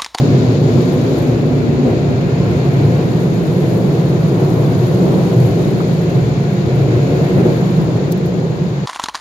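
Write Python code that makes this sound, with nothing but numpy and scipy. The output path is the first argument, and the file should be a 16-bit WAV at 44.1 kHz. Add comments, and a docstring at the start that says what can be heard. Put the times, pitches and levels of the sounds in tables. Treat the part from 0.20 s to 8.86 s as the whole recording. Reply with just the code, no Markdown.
"""Air jets of car wash dryers, heard from inside a car that creeps out of the tunnel.
Their turbulence buffets the body, at times in harder gusts, and drives the cabin's low modes into a boom.
The blowers roar, with a faint blade tone, and air hisses along the seal of the left window.
Sheets of fine spray fizz on the glass, and two soft knocks sound on the body.
Near the end the rush fades and a few small hard impacts tick in the cabin."""
import sys
import numpy as np
from scipy import signal
from scipy.fft import rfft, irfft, next_fast_len
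from scipy.io import wavfile
from scipy.ndimage import uniform_filter1d, minimum_filter1d

SR = 44100
rng = np.random.default_rng(int(sys.argv[2]) if len(sys.argv) > 2 else 0)


def dump_mix(stems):
    """Bounce the given channels to the path in sys.argv[1] as a 16-bit WAV at rate SR."""
    frames = np.atleast_2d(stems).T  # one column per channel
    limited = np.clip(frames, -1, 1)  # hard clip at full scale
    pcm = np.round(limited * 32767).astype(np.int16)
    wavfile.write(sys.argv[1], SR, pcm)


N = 381884
TIME = np.arange(N) / SR
FFT_SIZE = next_fast_len(N, real=True)
BINS_HZ = np.fft.rfftfreq(FFT_SIZE, 1 / SR)

# strength of the blowers and their air stream: time_s, roar_db, hiss_db
AIR_STREAM = [(0.0, -39.0, -40), (1.0, -40.5, -40.5), (1.25, -41.5, -45), (2.55, -40, -42.5),
              (3.3, -41, -43.5), (4.6, -41.0, -42.5), (5.0, -40.5, -41.5), (6.4, -41.5, -43),
              (7.2, -38.5, -41.5), (8.3, -44, -45.5), (8.66, -42.5, -45)]
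# sheets of water blown over the glass: peak_s, length_s, level_db
WATER_SHEETS = [(0, 0.32, -59), (.73, 0.53, -53), (1.0, .12, -52), (1.35, .25, -63), (2.34, 0.082, -56),
                (3.09, 1, -54), (3.55, 0.33, -54), (4.9, 1.5, -50.5), (5.24, .07, -52), (5.65, 0.37, -62),
                (6.33, .06, -56), (6.58, .06, -53), (7.2, .65, -54), (7.63, .04, -54)]
MIST_DB = -65  # the thin spray between the sheets
# spectrum of water striking glass: frequency_hz, gain_db
SPRAY_SPECTRUM = [(5000, -17), (7700, -5.5), (8500, -3.5), (10700, -2.5), (11500, 4.5), (12900, 1),
                  (14100, -7), (14600, -11), (15100, -16), (15600, -8), (15900, -12)]


def jet_buffeting(lift_db, body_db=1.03, flutter_db=0.54, rush_share=0.45):
    """Forced vibration: turbulent jets shake roof and glass, and at first excite a panel resonance."""
    # force of the jets, falling as the car leaves: time_s, body_db, windscreen_db
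    jets = [(0.0, -18.5, -34), (1.0, -18.5, -35), (1.4, -20.0, -36.5), (1.65, -19.5, -36.0),
            (2.05, -21.5, -36), (2.4, -20.5, -34.5), (3.25, -20, -36.5), (3.55, -18.5, -35.5),
            (3.95, -20.0, -34.5), (4.35, -18, -32.5), (4.7, -19.5, -35), (5.0, -19, -33.0),
            (5.4, -19.0, -36), (6.25, -23.0, -37), (6.9, -17.5, -35.5), (7.5, -21, -34.5),
            (8.2, -22.0, -38.5), (8.66, -29, -38.5)]
    # spectrum of the shaken body: frequency_hz, gain_db
    body_spectrum = [(130, -33), (215, -4.5), (265, -3.5), (300, -3.5), (360, 1), (400, -2.5), (425, -3.5),
                     (470, -4), (525, -8), (575, -9.5), (660, -13), (720, -15.5), (800, -23), (1200, -57.5)]
    # spectrum of the rush over the windscreen: frequency_hz, gain_db
    rush_spectrum = [(500, -12), (720, -0.5), (820, 1.5), (900, 0), (1030, 0), (1180, -4), (1350, -5.5),
                     (1500, -17), (2400, -39)]
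    # drone of a panel while a jet stands on it: time_s, level_db
    drone = [(0, -20.5), (.5, -19.5), (1.1, -22), (1.7, -18), (2.0, -27.5), (2.6, -28.5), (8.66, -58)]
    body = level(jets) * steadied(turbulence(spectrum(body_spectrum)), size=6000)
    rush = level(jets, column=2) * turbulence(spectrum(rush_spectrum))
    panel = level(drone) * steadied(turbulence(resonance(hz=250.3, width_hz=33)), size=7000)
    gusting = gain_of(body_db + lift_db) * body + gain_of(rush_share * lift_db) * rush
    return gain_of(flutter_db * drift(rate_hz=11.5)) * gusting + panel


def cabin_boom(deep_lift_db, upper_lift_db, deep_db=-0.42, upper_db=-0.54, sway_db=1.56):
    """Cavity resonance: two groups of low air modes trade strength as the jets move along the car."""
    # the air's steady load on the cabin: time_s, deep_db, upper_db
    load = [(0.0, -11.5, -18.0), (0.8, -17, -20.5), (1.5, -15, -24), (2.5, -16, -18.5), (3.3, -18, -15),
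            (4.5, -14.5, -16.5), (5.6, -18.5, -16.5), (6.6, -15.0, -18.5), (7.7, -18.5, -16.5),
            (8.2, -21, -17), (8.66, -20.5, -23)]
    # response of the deep modes: frequency_hz, gain_db
    deep_spectrum = [(15, -66), (30, -41), (48, -31), (62, -31), (80, -19.5), (98, -12), (113, -0.5),
                     (135, 0), (147, 4), (160, -19.5), (200, -22), (400, -80)]
    # response of the upper modes: frequency_hz, gain_db
    upper_spectrum = [(90, -48), (135, -9), (150, -4), (172, 1), (192, -5), (215, -15.5), (260, -39),
                      (400, -76.5)]
    deep = steadied(turbulence(spectrum(deep_spectrum)), size=3500)
    upper = steadied(turbulence(spectrum(upper_spectrum)), size=4000)
    trade_db = sway_db * drift(rate_hz=4.4)
    return (gain_of(deep_db + deep_lift_db + trade_db) * level(load) * deep
            + gain_of(upper_db + upper_lift_db - trade_db) * level(load, column=2) * upper)


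def gust_lifts():
    """Unsteady loading: brief gusts shift each boom up or down in dB, and only ever raise the buffeting."""
    # a jet hits harder for a moment: peak_s, length_s, deep_db, upper_db, buffet_db
    gusts = [(0.148, 0.051, 4, 0, 1), (0.446, 0.087, 3.5, 1, 3), (.58, 0.059, 4, 2.5, 2),
             (1.693, 0.071, -7.5, 6.5, 5), (2.174, 0.12, -1, 5, -0.5), (2.328, 0.058, 4, 0, 2.5),
             (2.665, 0.13, 7, 0.5, 1), (4.21, 0.043, 0, 0, 1.5), (4.873, .12, -4, 3.5, 4),
             (5.198, 0.15, 7.5, 2, 1.5), (5.993, 0.069, 5.5, 1.5, 2), (6.57, 0.1, 3, -1, -1.5),
             (6.775, 0.14, 5.5, -9, 0.5), (7.192, .06, 6, 6.5, 4.5), (7.28, 0.11, -3, 5, 6),
             (7.604, 0.062, 4, 4.5, 0.5), (8.462, 0.053, -2, 10.5, 1)]
    return sum(np.outer([deep_db, upper_db, max(buffet_db, 0)], swell(peak_s, length_s))
               for peak_s, length_s, deep_db, upper_db, buffet_db in gusts)


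def body_rumble():
    """Structural resonance: the whole body shudders, most strongly under each row of nozzles."""
    # passages under the nozzles: peak_s, length_s, level_db
    passes = [(1.75, 1.34, -30), (6.5, 2, -34)]
    shudder = steadied(turbulence(resonance(hz=77, width_hz=17.6)), size=9000)
    return swells(passes, floor_db=-38.5) * shudder


def blowers(blade_hz=706.7, waver_hz=1.3, throb_db=2, flutter_db=0.5, low_ring_db=-4):
    """Fan noise: a broadband roar, two duct resonances and a nearly steady blade-passing tone."""
    # spectrum of the roar: frequency_hz, gain_db
    roar_spectrum = [(800, -35), (1200, -18.5), (1420, 1.5), (1750, 0.5), (2250, -1.5), (2750, -5.5),
                     (3300, -9.5), (4200, -10.5), (5500, -29), (8000, -45)]
    # tone and duct grow as an outlet faces the car: time_s, tone_db, duct_db
    outlet = [(0, -58, -52), (1.0, -37.5, -47), (2.0, -40.5, -47), (2.6, -33, -44), (3.3, -43, -55),
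              (5.2, -37, -51), (6.2, -36.5, -48), (6.9, -35, -45.5), (7.4, -41, -54), (8.66, -48, -62)]
    flutter = gain_of(flutter_db * drift(rate_hz=7.2))
    roar = flutter * level(AIR_STREAM) * turbulence(spectrum(roar_spectrum))
    high_ring = turbulence(resonance(hz=2320, width_hz=680))
    low_ring = gain_of(low_ring_db) * turbulence(resonance(hz=1385, width_hz=140))
    cycles = np.cumsum(blade_hz + waver_hz * drift(rate_hz=11)) / SR
    tone = gain_of(throb_db * drift(rate_hz=12)) * np.sin(2 * np.pi * cycles)
    return roar + level(outlet, column=2) * (high_ring + low_ring) + level(outlet) * tone


def window_hiss(trim_db=-0.35, flutter_db=0.57):
    """Flow noise: air hisses along the window seal and at first resonates in a gap of it."""
    # spectrum of the flow along the seal: frequency_hz, gain_db
    hiss_spectrum = [(2000, -41), (3000, -2), (3700, 2.5), (4400, 2), (5300, -4), (5950, -5), (6500, -2),
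                     (6950, -0.5), (7350, -7), (7750, -22), (9000, -22), (16000, -52)]
    # hollow hiss of the gap: time_s, level_db
    gap = [(0, -42.5), (.45, -45.5), (.9, -55), (1.3, -50), (8.66, -70)]
    flutter = gain_of(trim_db + flutter_db * drift(rate_hz=15))
    hiss = level(AIR_STREAM, column=2) * flutter * turbulence(spectrum(hiss_spectrum))
    return hiss + level(gap) * turbulence(resonance(hz=4230, width_hz=1700))


def spray(trim_db=2.0, drop_db=4, spread_db=3, drops_per_s=350, splash_db=1.7):
    """Shot noise: mist and single drops strike the glass at random and merge into a splashing fizz."""
    sizes = gain_of(drop_db + spread_db * np.minimum(rng.exponential(1, N), 4))
    drops = sizes * (rng.random(N) < drops_per_s / SR) * rng.standard_normal((2, N))
    mist = rng.standard_normal((2, N))
    fizz = shimmered(in_cabin(drops + mist, spectrum(SPRAY_SPECTRUM)), depth_db=1.5)
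    splashes = gain_of(trim_db + splash_db * drift(rate_hz=45))
    return swells(WATER_SHEETS, MIST_DB) * splashes * fizz


def droplets(trim_db=-8, spread_db=3, drops_per_s=40, t60_s=.02):
    """Impact noise: stray larger drops crackle on the glass with each sheet, each a decaying burst."""
    sizes = gain_of(spread_db * np.minimum(rng.exponential(1, N), 3))
    impacts = sizes * (rng.random(N) < drops_per_s / SR)
    decay = gain_of(-60 * TIME[:SR // 10] / t60_s)
    splats = unit_rms(signal.oaconvolve(impacts, decay)[:N])
    crackle = splats * turbulence(spectrum(SPRAY_SPECTRUM))
    return gain_of(trim_db) * swells(WATER_SHEETS, MIST_DB) * crackle


def ticks(click_t60_s=0.026, rise_s=0.00067, pan_left_db=2.5, ring_db=-5):
    """Free vibration: a small hard object clicks, then rings briefly in its damped modes."""
    # the impacts: start_s, level_db, ring_time_factor, click_share
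    strikes = [(7.917, -30, .6, 1), (7.922, -23, .45, 1), (7.975, -39, .6, .9), (8.058, -38, 1.7, .8),
               (8.097, -46, 1, .7), (8.434, -48, .8, .9)]
    # modes of the object: pitch_hz, level_db, t60_s
    modes = [(5453, -8, .04), (6750, -11, 0.043), (9800, -16, .05), (10730, -6, .05), (12960, 2, .045),
             (13150, -8, .04), (14900, -9, .025)]
    # spectrum of the dry click: frequency_hz, gain_db
    click_spectrum = [(2500, -20), (4300, 2), (6800, 1), (8500, -4), (13000, 0), (15700, 0), (17000, -30)]
    out, t = np.zeros((2, N)), np.arange(SR // 3) / SR
    noise = unit_rms(filtered(rng.standard_normal((2, N)), spectrum(click_spectrum)))
    attack = 1 - np.exp(-t / rise_s)
    for k, (start_s, level_db, ring_time_factor, click_share) in enumerate(strikes):
        click = noise[:, k * len(t):(k + 1) * len(t)] * gain_of(-60 * t / click_t60_s)
        ring = sum(gain_of(mode_db - 60 * t / (t60_s * ring_time_factor))
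                   * np.sin(2 * np.pi * (pitch_hz * t + rng.random((2, 1))))
                   for pitch_hz, mode_db, t60_s in modes)
        add(out, start_s, gain_of(level_db) * (click_share * click + gain_of(ring_db) * ring) * attack)
    return out * gain_of([[pan_left_db], [-pan_left_db]])


def knocks(t60_s=0.069):
    """Heavy damping: knocks on the body die quickly in one broad resonance, half masked by the rush."""
    # soft blows on the body: start_s, level_db, pitch_hz
    blows = [(4.909, -34, 1050), (5.603, -25.5, 1150)]
    out, t = np.zeros((2, N)), np.arange(SR // 5) / SR
    for start_s, level_db, pitch_hz in blows:
        band = turbulence(resonance(pitch_hz, width_hz=620))[:, :len(t)]
        add(out, start_s, gain_of(level_db - 60 * t / t60_s) * band)
    return out


def in_cabin(drives, response):
    """Spatial coherence: long waves reach both ears alike; short ones differ and favour the left."""
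    # likeness of left and right: frequency_hz, correlation
    coherence = [(165, 1), (240, 0.78), (360, 0.95), (550, 0.61), (750, 0.56), (1000, 0.28), (1200, -0.07),
                 (1600, -0.37), (2050, -0.26), (2700, 0.23), (3800, -0.16), (4800, 0.06), (8000, 0)]
    # level difference between the sides: frequency_hz, left_minus_right_db
    balance = [(60, 3), (190, -1.8), (260, 1.5), (700, 1), (1900, -1.4), (2900, 3.5), (3700, 7.5),
               (4500, 12.5), (5600, 10), (6800, 14.5), (7800, 6), (9000, 6.5), (12500, 4), (15000, 1.5)]
    common, independent = rfft(drives, FFT_SIZE)
    correlation = np.clip(per_bin(coherence), -.975, .975)
    right = correlation * common + np.sqrt(1 - correlation ** 2) * independent
    tilt = spectrum(balance)
    pair = np.array([tilt * common, right]) / np.sqrt(1 + tilt ** 2)
    out = irfft(pair * response, FFT_SIZE)[:, :N]
    return out / np.sqrt(np.mean(out.mean(0) ** 2))


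def turbulence(response):
    """Random pressure of moving air, shaped by a frequency response and heard in the cabin."""
    return in_cabin(rng.standard_normal((2, N)), response)


def resonance(hz, width_hz):
    """Frequency response of one resonance with steep skirts."""
    return 1 / (1 + ((BINS_HZ - hz) / (0.62 * width_hz)) ** 2)


def drift(rate_hz):
    """Random modulation of rms 1, rolling off above the given rate."""
    lowpass = (BINS_HZ > 1) / (1 + (BINS_HZ / rate_hz) ** 2)
    return unit_rms(filtered(rng.standard_normal(N), lowpass))


def steadied(x, size):
    """Division by a running rms over size samples evens out slow swells and keeps quick beating."""
    power = uniform_filter1d(uniform_filter1d(x.mean(0) ** 2, size), size)
    return x / np.sqrt(abs(power) + 1e-9)


def shimmered(x, depth_db):
    """Random modulation by band: patches of the spectrum, some hundred Hz wide, swell and sink."""
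    frames = signal.stft(x, nperseg=512)[2]
    bands = uniform_filter1d(rng.standard_normal(frames.shape[1:]), size=6, axis=0)
    patches = unit_rms(uniform_filter1d(bands, size=18, axis=1))
    return unit_rms(signal.istft(frames * gain_of(depth_db * patches), nperseg=512)[1][:, :N])


def swell(peak_s, length_s):
    """Gaussian envelope, 1 at its peak and above half height for the given length."""
    return 2 ** -((2 * (TIME - peak_s) / length_s) ** 2)


def swells(rows, floor_db):
    """Incoherent addition: the gain of swells whose powers sum over a floor."""
    power = sum(gain_of(level_db) ** 2 * swell(peak_s, length_s) for peak_s, length_s, level_db in rows)
    return np.sqrt(gain_of(floor_db) ** 2 + power)


def level(rows, column=1):
    """One dB column of a time curve as a gain at every sample."""
    rows = np.asarray(rows)
    return gain_of(np.interp(TIME, rows[:, 0], rows[:, column]))


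def per_bin(points):
    """Interpolates (frequency_hz, value) points along a logarithmic frequency axis."""
    hz, value = np.transpose(points)
    return np.interp(np.log(BINS_HZ + 1), np.log(hz + 1), value)


def spectrum(points):
    """Frequency response through (frequency_hz, gain_db) points."""
    return gain_of(per_bin(points))


def filtered(x, response):
    """Linear filtering by a gain at every frequency."""
    return irfft(rfft(x, FFT_SIZE) * response, FFT_SIZE)[..., :N]


def gain_of(db):
    """Decibels to an amplitude ratio."""
    return 10 ** (np.asarray(db) / 20)


def unit_rms(x):
    """Scales to rms 1."""
    return x / np.sqrt(np.mean(x ** 2) + 1e-20)


def add(mix, start_s, sound):
    """Superposes a stereo sound on the mix."""
    part = mix[:, round(start_s * SR):][:, :sound.shape[1]]
    part += sound[:, :part.shape[1]]


def scene():
    """Superposition: air, water and small impacts sum in the cabin."""
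    deep_lift_db, upper_lift_db, buffet_lift_db = gust_lifts()
    jets = cabin_boom(deep_lift_db, upper_lift_db) + body_rumble() + jet_buffeting(buffet_lift_db)
    fans = gain_of(0.17 * buffet_lift_db) * blowers()  # the blowers follow the gusts only slightly
    return jets + fans + window_hiss() + spray() + droplets() + ticks() + knocks()


def record(dry):
    """Peak limiting holds the largest swings under full scale; a low-pass filter then limits the band."""
    ceiling, cutoff_hz = .97, 15830
    gain = minimum_filter1d(ceiling / np.maximum(abs(dry).max(0), ceiling), size=1200)
    limited = dry * uniform_filter1d(uniform_filter1d(gain, size=600), size=600)
    lowpass = signal.firwin(1023, cutoff_hz, window=("kaiser", 9), fs=SR)
    return signal.oaconvolve(limited, lowpass[None], "same", axes=1)


dry = scene()
out = record(dry)
dump_mix(out)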